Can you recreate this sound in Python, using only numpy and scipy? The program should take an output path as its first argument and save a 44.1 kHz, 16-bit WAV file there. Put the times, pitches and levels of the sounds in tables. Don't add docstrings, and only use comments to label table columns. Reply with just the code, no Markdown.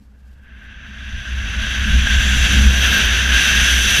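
import sys
import numpy as np
from scipy import signal
from scipy.fft import rfft, irfft
from scipy.io import wavfile
from scipy.ndimage import uniform_filter1d

SR = 44100
rng = np.random.default_rng(int(sys.argv[2]) if len(sys.argv) > 2 else 0)


def transcribe(signal):
    frames = np.atleast_2d(signal).T
    limited = np.clip(frames, -1, 1)
    pcm = np.round(limited * 32767).astype(np.int16)
    wavfile.write(sys.argv[1], SR, pcm)


N = 176400
T = np.arange(N) / SR
HZ = np.maximum(np.arange(N // 2 + 1) * SR / N, 1)

# (f/Hz, level/dB)
HISS_SPECTRUM = [(100, -4), (2000, -6), (4500, -5), (8000, -10), (10000, -13), (11900, -9), (13500, -20),
                 (15200, -18)]
# (f/Hz, level/dB)
WASH_ENVELOPE = [(0, -65.5), (.6, -62.5), (1.1, -57.5), (1.5, -48), (2, -45.5), (2.5, -38), (2.95, -34.5),
                 (3.2, -38), (3.6, -38.5), (4, -36)]
WASH_SPECTRUM = [(150, -26), (350, 3), (550, 0), (900, -3), (1500, -6), (3000, -19), (6000, -72),
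                 (15000, -52)]
# (f/Hz, width/Hz, lift/dB)
SKIN_ENVELOPE = [(0.0, -48), (0.09, -60.5), (1.85, -33.5), (1.96, -24.5), (2.04, -35.5), (2.37, -29),
                 (2.49, -33), (2.54, -23), (2.85, -33.5), (2.87, -31), (3.97, -35), (4.0, -29.5)]
SKIN_SPECTRUM = [(60, -21), (125, -0.5), (165, -4.5), (280, -9.5), (400, -28), (900, -52), (3000, -70)]
SKIN_MODES = [(208.6, 28, 12.8), (256.5, 20, 5.2)]
# (peak t/s, 1/e half-length/s, f/Hz, 1/e half-width/Hz, level/dB)
GAP_WHISTLES = [(2.353, 0.33, 7040, 800, -37.5), (2.873, 0.15, 12800, 1490, -42),
                (2.945, 0.0085, 12200, 300, -32), (2.984, .006, 12300, 300, -33),
                (3.056, .005, 12350, 300, -36)]
# (t/s, level/dB)
CASE_TICKS = [(0.864, -33.5), (2.071, -10.5)]
# (f/Hz, level/dB)
BUFFET_ENVELOPE = [(0.0, -48), (1.0, -36), (1.17, -23), (1.24, -37.5), (1.34, -22.5), (1.55, -28),
                   (1.59, -20.5), (1.76, -29), (1.8, -19.5), (1.87, -23), (1.95, -11), (2.09, -22),
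                   (2.17, -14), (2.29, -19.5), (2.37, -13), (2.48, -19), (2.67, -10.5), (2.75, -22),
                   (2.9, -20), (2.99, -26), (3.07, -19), (3.24, -23), (3.36, -16.5), (3.42, -31.5),
                   (3.62, -17), (3.68, -27), (3.73, -18), (4.0, -28)]
BUFFET_SPECTRUM = [(10, -5.5), (25, -5), (50, -1), (100, -9), (150, -21.5), (250, -37), (600, -70)]
# (t/s, share from 0 fitful to 1 even)
MOUNT_MODES = [(63, 12.8, 18.9), (97, 12, 3)]
MOUNT_LOCK_IN = [(0, 0), (1.9, 0.95), (2.7, 0.23), (3.2, 0.94)]
# (f/Hz, level/dB)
RUSH_ENVELOPE = [(0, -74), (.22, -65.5), (.39, -59), (.48, -49.5), (.66, -43), (1.0, -36.5), (1.33, -30.5),
                 (1.5, -28), (1.65, -23.5), (1.98, -21.5), (2.12, -19.5), (2.25, -19.5), (2.44, -17),
                 (2.55, -18.5), (2.62, -19), (2.74, -21), (2.85, -16.5), (3.0, -14), (3.15, -17.5),
                 (3.27, -18.5), (3.315, -16), (3.36, -15.5), (3.52, -14.5), (3.8, -17.5), (4, -15.5)]
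RUSH_SPECTRUM = [(200, -33), (600, -28), (950, -22), (1250, -15), (1600, -8), (3500, -7), (4200, -18),
                 (6500, -16.5), (8000, -25), (13000, -27), (15200, -36)]
# (t/s, slope/(dB per octave))
TREBLE_ROLLOFF = [(0, 11), (.4, 13.5), (.6, 10.5), (1.0, 6.5), (1.2, 5), (1.7, 4), (2.15, 2.5), (2.4, 2),
                  (2.72, 1.2), (3.05, 2.5), (3.31, 1.9), (3.36, 1.2), (3.55, 1.5), (3.8, -0.26), (4, -0.2)]
# (f/Hz, width/Hz, lift/dB)
CASE_MODES = [(653, 110, 11), (1592, 324, 12), (2100, 230, 0.5), (2700, 247, 8.5), (3250, 530, 7),
              (3810, 246, 6.5), (4540, 380, 6), (6003, 730, 13.5), (7270, 380, 2.5), (8420, 350, 6),
              (9280, 250, 5), (10500, 410, 10.5), (11100, 350, 4), (12200, 370, 7.5)]
# (f/Hz, level/dB)
SIDE_RESPONSE = [(60, -57), (110, -40), (200, -44), (380, -24.5), (690, -31.5), (1280, -38), (2360, -44.5),
                 (4350, -26.5), (8030, -21.5), (14800, -21)]

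HISS_DB, WASH_DB, SKIN_DB, BUFFET_DB, RUSH_DB, SIDE_DB = -69.5, -0.5, 2, 2, 1.5, -2


def undb(db):
    return 10 ** (np.asarray(db) / 20)


def unit(x):
    return x / np.sqrt(np.mean(x ** 2))


def curve(rows):
    return np.interp(T, *np.array(rows, float).T)


def filtered_noise(gain):
    return unit(irfft(rfft(rng.standard_normal(N)) * gain, N))


def fluctuation(rate_hz):
    return filtered_noise(1 / (1 + (HZ / rate_hz) ** 2))


def spectrum_db(rows):
    hz, db = np.array(rows, float).T
    return np.interp(np.log(HZ), np.log(hz), db)


def coloured_noise(spectrum, modes=()):
    octaves_above_top = np.log2(np.maximum(HZ / spectrum[-1][0], 1))
    db = spectrum_db(spectrum) - 12 * octaves_above_top
    for centre, width, lift in modes:
        db = db + lift / (1 + (2 * (HZ - centre) / width) ** 2)
    return filtered_noise(undb(db))


def microphone_hiss(flutter_db=3):
    return coloured_noise(HISS_SPECTRUM) * undb(HISS_DB + flutter_db * fluctuation(rate_hz=12))


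def air_wash():
    return coloured_noise(WASH_SPECTRUM) * undb(WASH_DB + curve(WASH_ENVELOPE))


def wing_drumming():
    return coloured_noise(SKIN_SPECTRUM, SKIN_MODES) * undb(SKIN_DB + curve(SKIN_ENVELOPE))


def gap_whistles():
    out = 0
    for peak_time, half_length, hz, half_width, db in GAP_WHISTLES:
        band = filtered_noise(np.exp(-((HZ - hz) / half_width) ** 2))
        out = out + band * undb(db) * np.exp(-((T - peak_time) / half_length) ** 2)
    return out


def case_ticks(mode_hz=1610, decay_s=0.011):
    out = 0
    for start, db in CASE_TICKS:
        age = np.maximum(T - start, 0)
        out = out + undb(db) * np.exp(-age / decay_s) * np.sin(2 * np.pi * mode_hz * age)
    return out


def mount_buffeting():
    shake = coloured_noise(BUFFET_SPECTRUM, MOUNT_MODES)
    running_rms = np.sqrt(uniform_filter1d(shake ** 2, size=2200))
    lock_in = np.clip(curve(MOUNT_LOCK_IN), 0, 1)
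    return unit(shake / running_rms ** lock_in) * undb(BUFFET_DB + curve(BUFFET_ENVELOPE))


def case_rush(knee_hz=1630, flicker_db=0.73, flutter_db=0.75):
    spectrum = rfft(coloured_noise(RUSH_SPECTRUM, CASE_MODES))
    half_octaves = np.clip(2 * np.log2(HZ / knee_hz), 0, None)
    rolloff = curve(TREBLE_ROLLOFF)
    out = 0
    for k in range(8):
        band = irfft(spectrum * np.maximum(1 - abs(half_octaves - k), 0), N)
        tilt_db = -rolloff * (k - .6) / 2
        out = out + band * undb(tilt_db + flicker_db * fluctuation(rate_hz=36))
    lull_db = curve([(3.235, 0), (3.334, 2.4), (3.345, 0)])
    level_db = RUSH_DB + curve(RUSH_ENVELOPE) - lull_db
    return out * undb(level_db + flutter_db * fluctuation(rate_hz=12))


def scene():
    mid = microphone_hiss() + air_wash() + wing_drumming() + gap_whistles() + case_ticks()
    mid = mid + mount_buffeting() + case_rush()
    uncorrelated_flow = air_wash() + wing_drumming() + mount_buffeting() + case_rush()
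    side = irfft(rfft(uncorrelated_flow) * undb(SIDE_DB + spectrum_db(SIDE_RESPONSE)), N)
    return mid + side * np.array([[1], [-1]])


def record(dry, cutoff_hz=15100):
    rounded = dry / (1 + dry ** 8) ** (1 / 8)
    low_pass = signal.ellip(10, .1, 90, cutoff_hz, fs=SR, output="sos")
    return signal.sosfilt(low_pass, rounded)


dry = scene()
out = record(dry)
transcribe(out)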